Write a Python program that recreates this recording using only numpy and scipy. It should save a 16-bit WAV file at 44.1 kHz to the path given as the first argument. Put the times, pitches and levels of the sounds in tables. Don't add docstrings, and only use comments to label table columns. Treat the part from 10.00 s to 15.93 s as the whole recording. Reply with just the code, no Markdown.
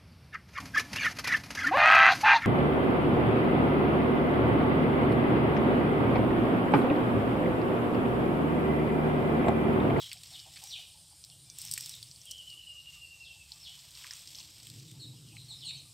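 import sys
import numpy as np
from scipy import signal
from scipy.fft import rfft, irfft, next_fast_len
from scipy.io import wavfile
from scipy.ndimage import uniform_filter1d

SR = 44100
rng = np.random.default_rng(int(sys.argv[2]) if len(sys.argv) > 2 else 0)


def rack_gain(trim_db):
    fader = np.asarray(trim_db, float)
    return 10 ** (fader / 20)


def store_wav(level_fs):
    pcm = np.round(np.clip(np.atleast_2d(level_fs), -1, 1) * 32767)
    wavfile.write(sys.argv[1], SR, pcm.T.astype(np.int16))


N = 261513
LEAD = SR // 5


def evened(x):
    return x / np.sqrt(np.mean(x ** 2) + 1e-20)


def read(points, hz):
    f, value = np.transpose(points)
    return np.interp(np.log(hz + 1), np.log(f + 1), value)


def curve(rows, column):
    return np.interp(np.arange(N) / SR, np.transpose(rows)[0], np.transpose(rows)[column])


def add(mix, s, sound):
    part = mix[LEAD + round(s * SR):][:len(sound)]
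    part += sound[:len(part)]


def coloured(x, points):
    size = next_fast_len(len(x))
    gain = rack_gain(read(points, np.fft.rfftfreq(size, 1 / SR)))
    return irfft(rfft(x, size) * gain, size)[:len(x)]


def resonate(x, hz, width):
    b, a = signal.iirpeak(min(hz, .45 * SR), hz / width, SR)
    once = signal.lfilter(b, a, x)
    return signal.lfilter(b, a, once)


def swells(rows, column, rise):
    t, power = np.arange(N) / SR, 1e-10
    for row in rows:
        late = (t - row[0]) / row[1]
        bell = np.exp(-np.where(late < 0, late / rise, late) ** 2)
        power = power + rack_gain(row[column]) ** 2 * bell
    return np.sqrt(power)


TURNS_PER_S = 9


def echoes(x, t60, first_s):
    out, turn = 0, 2 * np.pi * TURNS_PER_S * np.arange(len(x)) / SR
    for share in (np.cos(turn), np.sin(turn)):
        at = np.arange(round(first_s * SR), SR // 2, 20)
        at = at + rng.integers(0, 20, len(at))
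        taps = np.zeros(SR // 2 + 20)
        taps[at] = rng.choice([-1., 1.], len(at)) * rack_gain(-60 * at / SR / t60)
        taps = taps / np.linalg.norm(taps)
        out = out + share * signal.fftconvolve(x, taps)[:len(x)]
    return out


def notes(rows, held, fall=1, sag_per_s=0):
    return [(s, held * size, (1 - held) * size, hz, hz * fall * np.exp(-sag_per_s * size), db)
            for s, size, hz, db in rows]


def whistles(rows, bend, held_db, end_db, overtones_db, flutter, lands=False):
    out = np.zeros(LEAD + N)
    for s, held, falling, top_hz, low_hz, db in rows:
        t = np.arange(0, held + falling, 1 / SR)
        slide = np.clip((t - held) / falling, 0, 1) ** bend
        if lands:
            slide = np.sin(np.pi / 2 * slide) ** 2
        wobble = uniform_filter1d(rng.standard_normal(8000), size=60)
        wobble = evened(uniform_filter1d(wobble, size=60))[:len(t)]
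        pitch_hz = top_hz * (low_hz / top_hz) ** slide * (1 + flutter * wobble)
        turns = np.cumsum(pitch_hz) / SR
        tone = sum(rack_gain(overtone_db) * np.sin(2 * np.pi * k * turns)
                   for k, overtone_db in enumerate([0, *overtones_db], 1))
        effort = [held_db - 3, held_db, 0, end_db]
        effort_db = db + np.interp(t, [0, held, held + .5 * falling, t[-1]], effort)
        add(out, s, np.sqrt(2) * rack_gain(effort_db) * tone * signal.windows.tukey(len(t), .3))
    return out


# f/Hz, level/dB per Hz
HISS = [(210, -31), (350, -17), (386, -13), (596, -7.5), (1420, -14.5), (2060, -14.5), (3090, -2.5),
        (5170, 2), (6370, -6), (8250, 4), (10300, -14), (11800, -7.5), (14500, -13.5), (15700, -25),
        (16500, -38)]
HISS_DB = -59


def hiss():
    frames, hz = N // 256 + 5, np.fft.rfftfreq(1024, 1 / SR)
    a, b, patches = rng.standard_normal((frames, 513, 3)).T
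    patches = uniform_filter1d(patches, size=12, axis=0)
    patches = evened(uniform_filter1d(patches, size=12, axis=1))
    z = (a + 1j * b) * rack_gain(read(HISS, hz)[:, None] + 1.9 * patches)
    return rack_gain(HISS_DB) * evened(signal.istft(z, nperseg=1024, noverlap=768)[1][:N])


# f/Hz, level/dB per Hz
RUMBLE = [(12, -52), (20, -23), (40, -11), (65, 3.5), (163, 0), (180, -6), (195, -32), (220, -12.5),
          (290, -63), (480, -120)]
# f/Hz, level/dB per Hz
BOOM = [(41, -42), (70, -23), (113, 0.5), (129, 2), (163, -7), (199, -25), (220, -15), (290, -41),
        (480, -120)]
# f/Hz, level/dB per Hz
DRONE = [(110, -73), (190, -2.5), (205, -5), (270, -1), (318, -0.5), (360, -6), (414, -9), (520, -12),
         (680, -56), (1140, -120)]
# peak t/s, fading t/s, boom level/dB, drone level/dB
PASSES = [
    (.1, 0.41, -65, -82),
    (1.45, 0.19, -63.5, -79),
    (1.68, 0.067, -58.5, -88),
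    (1.92, 0.25, -62.5, -79),
    (4.45, 0.24, -65.5, -75.5),
    (4.78, 0.12, -52, -65.5),
    (5.05, 0.26, -52, -65.5),
    (5.32, 0.073, -52.5, -83),
    (5.5, 0.15, -59, -78),
    (5.7, 0.18, -57, -75),
]
RUMBLE_DB, DRONE_FLOOR_DB = -66.5, -83.5
PASS_RISE = 0.64


def traffic():
    rumble, boom, drone = (evened(coloured(rng.standard_normal(N), c)) for c in (RUMBLE, BOOM, DRONE))
    engine_note = evened(resonate(rng.standard_normal(N), 313.2, 15.7))
    drone = drone + rack_gain(-4.0) * engine_note
    boom_gain = swells(PASSES, column=2, rise=PASS_RISE)
    drone_gain = np.hypot(rack_gain(DRONE_FLOOR_DB), swells(PASSES, column=3, rise=PASS_RISE))
    return rack_gain(RUMBLE_DB) * rumble + boom_gain * boom + drone_gain * drone


# t/s, throbs per s, level/dB
CRICKET = [
    (0, 11, -73),
    (.7, 10, -70),
    (1.0, 10, -66.5),
    (1.6, 7.9, -67),
    (2.2, 8.5, -68.5),
    (2.8, 6.1, -76),
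    (3.0, 10.3, -109),
    (5.93, 6.9, -67.5),
]


def cricket():
    throb = .5 + .5 * np.cos(2 * np.pi * (np.cumsum(curve(CRICKET, 1)) / SR + 0.67))
    wing = evened(resonate(rng.standard_normal(N), 9240, 1100))
    return rack_gain(curve(CRICKET, 2) + 1.5) * (0.62 + throb ** 0.5) * wing


# peak t/s, fading t/s, fine grit level/dB, coarse scrape level/dB
SHIFTS = [(0, 0.12, -57.5, -64.5), (.3, 0.15, -60.5, -67), (.62, 0.19, -59.5, -71.5),
          (1.63, 0.11, -56.5, -66.5), (1.8, 0.15, -56.5, -67), (2.2, 0.43, -68.5, -92),
          (2.92, 0.077, -65, -74), (3.85, 0.69, -63, -71), (4.02, 0.1, -58, -62), (4.13, 0.046, -68, -61.5),
          (4.23, 0.25, -61.5, -77), (4.65, 0.21, -64.5, -76), (5.5, 0.38, -69.5, -76.5)]
SHIFT_RISE = 0.44


def grit(per_s, spread_db, colour, column):
    size_db = spread_db * np.minimum(rng.exponential(1, N), 2.6)
    grains = rng.standard_normal(N) * rack_gain(size_db)
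    grains = evened(grains * (rng.random(N) < per_s / SR))
    keep = np.exp(-1 / (0.0021 * SR))
    scatter = np.sqrt(signal.lfilter([1 - keep], [1, -keep], grains ** 2)) * rng.standard_normal(N)
    return swells(SHIFTS, column, SHIFT_RISE) * evened(coloured(grains + rack_gain(7.0) * scatter, colour))


# f/Hz, level/dB per Hz
RUSTLE_COLOUR = [(530, -29), (900, -21.5), (991, -54), (1250, -32), (2020, -12.5), (3340, -0.5), (4310, -3),
                 (5410, 0), (6410, -8), (7680, -2), (8760, -6), (10400, -21.5), (11700, -9), (15100, -20.5),
                 (16000, -10)]
# f/Hz, level/dB per Hz
SCRAPE_COLOUR = [(500, -45), (800, -12), (1000, -5), (1500, -9), (2100, -5), (2600, 0), (3600, -3),
                 (6000, -20), (9000, -60)]


def rustle():
    fine = grit(2700, 4.1, RUSTLE_COLOUR, column=2)
    scrape = grit(1200, 0.75, SCRAPE_COLOUR, column=3)
    return rack_gain(7.5) * fine + rack_gain(3.0) * scrape


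# peak t/s, fading t/s, level/dB
CRUSHES = [(1.59, .028, -53), (1.62, .04, -50), (1.66, .04, -52), (1.72, 0.036, -52), (1.79, .04, -51),
           (1.83, 0.045, -49), (1.9, .05, -54), (.65, 0.033, -59), (2.31, .03, -60), (2.49, .04, -63),
           (4.13, .05, -62), (4.38, 0.055, -58), (4.69, .04, -64)]
# f/Hz, width/Hz, level/dB
CRACKLE_RINGS = [
    (3660, 1300, -9),
    (5400, 710, 0.5),
    (7930, 1600, -1),
    (12300, 2500, -9),
    (14800, 2000, -10),
]


def crush():
    size_db = 4 * np.minimum(rng.exponential(1, N), 2.4)
    breaks = rng.standard_normal(N) * rack_gain(size_db) * (rng.random(N) < 3500 / SR)
    rings = sum(rack_gain(db) * evened(resonate(breaks, hz, width)) for hz, width, db in CRACKLE_RINGS)
    return swells(CRUSHES, column=2, rise=.4) * evened(rings)


# t/s, peak level/dB, ring f/Hz, treble over ring/dB
STALKS = [(0.1303, -25.5, 4000, 0), (0.2345, -29, 4000, -3), (0.271, -42, 5530, 0),
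          (0.6386, -27.5, 6160, 1), (1.248, -33.5, 4740, 0), (1.5858, -25.5, 3800, 15),
          (1.6158, -27, 5280, 5), (1.6509, -26, 5760, 4), (1.7127, -19.5, 5500, 3), (1.716, -26, 5400, 16),
          (1.723, -21, 5600, 0.5), (1.7374, -17, 5500, 4), (1.778, -20, 4450, 9), (1.8085, -22.5, 5600, 2),
          (1.8597, -25.5, 5400, 0), (1.894, -24.5, 5700, 0), (1.952, -33, 3630, 11),
          (2.028, -26.5, 4300, -6), (2.2553, -33.5, 3250, 20), (2.311, -26, 5400, 3),
          (2.4703, -49, 3050, 12), (2.502, -34.5, 5050, -11), (4.044, -45, 5270, 5),
          (4.0685, -36, 3200, -4), (4.168, -37, 5130, 13.5), (4.2043, -43, 5150, 6), (4.221, -47, 5500, 8),
          (4.276, -42, 6840, 0), (2.4939, -42, 5000, 12), (2.5478, -45, 5040, 10), (3.744, -52, 6800, -5),
          (3.908, -40, 6000, 3), (3.997, -45, 6500, -3), (4.6697, -31.5, 3080, 0),
          (4.7002, -30, 4370, -2.5), (4.914, -36.5, 3800, 0)]
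# t/s, peak level/dB, ring f/Hz
GRIT = [(0.1162, -30, 4800), (0.26, -40, 4300), (.559, -41, 3900), (.564, -37, 3600), (.568, -37, 3900),
        (0.56, -40, 7800), (0.672, -39, 6500), (.173, -37, 5100), (0.4, -32, 4800), (.393, -33, 4100),
        (0.573, -36, 4300), (0.661, -38, 6100), (1.2397, -32, 4800), (1.3, -38, 4700), (1.8, -34, 5540),
        (1.674, -33, 5800), (1.692, -36, 5500), (1.6095, -33, 5300), (1.5, -29, 5600), (1.844, -31, 5600),
        (1.755, -33, 4100), (1.9386, -31, 4000), (2.0877, -41, 5230), (2.1132, -32, 5100),
        (2.2152, -35.5, 5700), (2.315, -24.5, 5670), (3.5192, -26.5, 4660), (3.543, -46, 5000),
        (3.9517, -35, 4900), (4.1089, -26.5, 5000), (4.1353, -28, 6500), (4.6, -39, 4500),
        (4.083, -38, 4500), (4.398, -34.5, 6300), (4.429, -39, 4000), (4.448, -40.5, 4200),
        (4.274, -31, 4640), (4.348, -31.5, 4240), (4.3538, -30.5, 5400), (4.3856, -32.5, 4930),
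        (4.4026, -32, 4060), (4.798, -39, 4660), (2.528, -42, 3800), (5.2864, -44, 4500),
        (2.3816, -39, 5700), (2.16, -38, 4800), (3.678, -45, 5500), (3.79, -42, 5000), (5.689, -42, 6500),
        (5.709, -38, 3200), (4.4, -44, 3000), (2.86, -43, 3200), (3.2, -44, 5000)]
# t/s, peak level/dB, ring f/Hz
KNOCKS = [(0.1157, -32, 2460), (0.1226, -33, 2300), (0.168, -47, 2550), (0.5605, -45, 2300),
          (0.566, -45, 2300), (0.5715, -39, 2250), (0.5767, -49, 2440), (.584, -48, 2300), (.59, -51, 2500),
          (1.777, -53, 2630), (1.777, -28, 2200), (4.0442, -35, 1750), (4.04, -41, 3000), (4.05, -47, 1100),
          (4.068, -38, 2600), (4.1083, -39, 1770), (4.4124, -43, 2680), (5.368, -36.5, 2400)]
GRIT_TREBLE_DB, TOP_UNDER_TREBLE_DB = -15, -6


def snaps():
    out, t = np.zeros(LEAD + N), np.arange(0, .012, 1 / SR)
    for s, peak_db, hz, treble_db in STALKS + [(*row, GRIT_TREBLE_DB) for row in GRIT]:
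        splinter = rng.standard_normal(len(t)) * np.exp(-t / .0018) + 2 * (t == 0)
        bands = [(0, hz, .4 * hz), (treble_db, 8200, 1900), (treble_db + TOP_UNDER_TREBLE_DB, 12800, 5000)]
        crack = sum(rack_gain(db) * evened(resonate(splinter, f, width)) for db, f, width in bands)
        add(out, s, rack_gain(peak_db - 3.0) * crack / abs(crack).max())
    for s, peak_db, hz in KNOCKS:
        tap = rng.standard_normal(len(t)) * np.exp(-t / .0008) + 3 * (t == 0)
        knock = resonate(tap, hz, .36 * hz)
        add(out, s, rack_gain(peak_db - 1.0) * knock / abs(knock).max())
    return (out + rack_gain(-9) * echoes(out, 0.08, .002))[LEAD:]


# t/s, peak level/dB, mouth resonance f/Hz
PANTS = [(0.143, -59, 720), (0.31, -52, 730), (0.455, -48.5, 747), (0.615, -47.5, 786), (0.78, -55.5, 733),
         (0.939, -57.5, 870), (1.109, -60, 810), (1.284, -64, 755), (1.638, -61, 790), (3.022, -78, 794),
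         (3.186, -65, 860), (3.341, -63, 865), (3.509, -61, 860), (3.678, -62, 720), (3.833, -66, 690),
         (4.167, -74, 1000), (4.375, -58, 950), (4.438, -65, 933), (4.939, -62, 835), (5.124, -62.5, 899),
         (5.329, -58, 820), (5.489, -57.5, 820), (5.641, -61, 840), (5.714, -60.5, 900)]


def panting():
    out, t = np.zeros(LEAD + N), np.arange(0, .09, 1 / SR)
    puff = np.exp(-((t - .018) / 0.02) ** 2)
    for s, db, hz in PANTS:
        air = rng.standard_normal(len(t))
        mouth = evened(resonate(air, hz, 182) + rack_gain(-37) * resonate(air, 0.82 * hz, 230))
        add(out, s, rack_gain(db - 10.5) * mouth * puff)
    return (out + rack_gain(-9.5) * echoes(out, 0.75, 0.00624))[LEAD:]


# t/s, level/dB
CLUCKS = [
    (2.53, -79),
    (2.738, -79),
    (2.953, -75.5),
    (3.15, -82),
    (3.545, -78),
    (4.668, -82),
    (5.345, -81),
    (5.5, -84),
    (5.85, -78.5),
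]
# t/s, length t/s, top f/Hz, level/dB
CROON = [
    (1.452, .075, 1180, -86),
]
CLUCK_S, CLUCK_HZ, CLUCK_HELD, CLUCK_FALL = 0.034, 1210, 0.31, 0.96


def hen():
    clucks = [(s, CLUCK_S, CLUCK_HZ, db) for s, db in CLUCKS]
    voice = whistles(notes(clucks, CLUCK_HELD, CLUCK_FALL), 0.7, -0.34, -1.7, [-9, -9], 0.02)
    voice += whistles(notes(CROON, .4, .987), 1, -3, -1, [12, 18], .008)
    return (rack_gain(2) * voice + rack_gain(-1.4) * echoes(voice, 0.2, 0.0046))[LEAD:]


# t/s, level/dB
TRILL = [(2.256, -51), (2.364, -50), (2.465, -48.5), (2.566, -49.5), (2.66, -49.5), (2.744, -50.5),
         (2.841, -51.5), (2.925, -52.5), (3.012, -51), (3.105, -52.5), (3.197, -52.5), (3.29, -55),
         (3.387, -58.5)]
# t/s, length t/s, top f/Hz, level/dB
GRACE = [
    (2.246, 0.03, 2910, -60),
    (2.275, 0.084, 3290, -55.5),
    (2.335, 0.035, 3280, -54),
]
TRILL_NOTE_S, TRILL_HELD = .052, .14
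TRILL_HZ, TRILL_SINK_HZ_PER_S, TRILL_EAGER_HZ, TRILL_SETTLE_S = 2999, 212, 330, 0.229
TRILL_LOW_HZ, TRILL_TIRE_HZ = 2826, 205


def trilling_bird():
    rows = notes(GRACE, 0.35, 0.91)
    for s, db in TRILL:
        age = s - TRILL[0][0]
        top_hz = TRILL_HZ - TRILL_SINK_HZ_PER_S * age + TRILL_EAGER_HZ * np.exp(-age / TRILL_SETTLE_S)
        low_hz = TRILL_LOW_HZ - TRILL_TIRE_HZ * age ** 2
        size = TRILL_NOTE_S * top_hz ** 2 / TRILL_LOW_HZ ** 2
        rows += notes([(s, size, top_hz, db)], TRILL_HELD, low_hz / top_hz)
    voice = whistles(rows, .65, -1, -4, [-35], .017)
    near, far = echoes(voice, .1, .001), echoes(voice, .46, .01)
    return (rack_gain(-2) * voice + rack_gain(-5) * near + rack_gain(-2.5) * far)[LEAD:]


# t/s, length t/s, top f/Hz, level/dB
PIPES = [
    (5.64, .062, 3320, -60),
    (5.765, .034, 3130, -58.5),
]


def piping_chick():
    voice = whistles(notes(PIPES, 0.23), 0.71, -0.37, -1.3, [-1.5], 0.0077)
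    return (voice + rack_gain(-11) * echoes(voice, .15, .005))[LEAD:]


# t/s, length t/s, top f/Hz, level/dB
CHEEPS = [
    (1.915, 0.04, 3980, -49.5),
    (4.862, 0.046, 4020, -56),
    (4.992, 0.052, 4270, -46.5),
    (5.355, 0.05, 4300, -51.5),
    (5.478, 0.064, 4280, -45),
    (5.64, 0.0663, 4370, -39.5),
    (5.725, 0.054, 4440, -49),
    (5.205, 0.03, 3950, -63),
]
CHEEP_HELD, CHEEP_SAG_PER_S = 0.24, 3.7


def cheeping_chick():
    voice = whistles(notes(CHEEPS, CHEEP_HELD, sag_per_s=CHEEP_SAG_PER_S), 1, -2.5, -12, [-8], .02)
    near, far = echoes(voice, .09, .001), echoes(voice, .3, .01)
    shed = resonate(echoes(voice, .42, .01), 4200, 3000)
    return (rack_gain(-5) * voice + rack_gain(-7) * near + rack_gain(-1) * shed + rack_gain(-9) * far)[LEAD:]


# t/s, length t/s, top f/Hz, level/dB
PEEPS = [
    (-.065, 0.097, 5420, -44),
    (0.262, 0.11, 5400, -49),
    (0.642, 0.11, 5820, -41.5),
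    (3.175, 0.11, 5170, -53),
    (3.584, .1, 5370, -46.5),
    (5.55, 0.1, 5200, -47.5),
]
# t/s, length t/s, top f/Hz, level/dB
SIGHS = [
    (1.29, 0.033, 3500, -62),
    (.738, 0.03, 2950, -49),
    (5.14, 0.05, 3300, -68.5),
    (5.252, 0.08, 3150, -64),
    (5.66, 0.056, 2950, -53),
]
PEEP_HELD, PEEP_END_HZ = .42, 2880
SIGH_HELD, SIGH_FALL = 0.148, .76


def peeping_chick():
    peeps = [notes([row], PEEP_HELD, PEEP_END_HZ / row[2])[0] for row in PEEPS]
    voice = whistles(peeps, .66, -10, -5, [-30], .024, lands=True)
    voice += whistles(notes(SIGHS, SIGH_HELD, SIGH_FALL), .9, 0, -5, [-30], .03)
    walls = echoes(voice, .2, .001)
    shed = resonate(echoes(voice, .55, .01), 3600, 4200)
    return (rack_gain(-12) * voice + rack_gain(-1) * walls + rack_gain(1.5) * shed)[LEAD:]


# f/Hz, side under mid level/dB
SIDE_DB = [(60, -24), (130, -53), (290, -21), (640, -19.5), (1410, -20), (3100, -31.5), (6820, -28.5),
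           (10000, -23.5), (15000, -12)]


def widened(mid):
    hz, _, z = signal.stft(mid, SR, nperseg=1024)
    spin = np.exp(2j * np.pi * rng.random(z.shape[::-1]).T)
    blur = uniform_filter1d(abs(z), size=3, axis=1)
    side_gain = rack_gain(read(SIDE_DB, hz)[:, None] + 2.0)
    side = signal.istft(blur * spin * side_gain, SR, nperseg=1024)[1][:N]
    return np.array([mid + side, mid - side])


def scene():
    background = hiss() + traffic() + cricket()
    puppy = rustle() + crush() + snaps() + panting()
    chicks = piping_chick() + cheeping_chick() + peeping_chick()
    return widened(background + puppy + hen() + trilling_bird() + chicks)


def top_cut(x):
    return signal.sosfilt(signal.butter(12, 16810, fs=SR, output="sos"), x)


def record(dry):
    edge = signal.firwin(401, 15750, window=("kaiser", 7), fs=SR)
    mix = signal.oaconvolve(dry, edge[None], "same")
    return top_cut(mix)


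dry = scene()
out = record(dry)
store_wav(out)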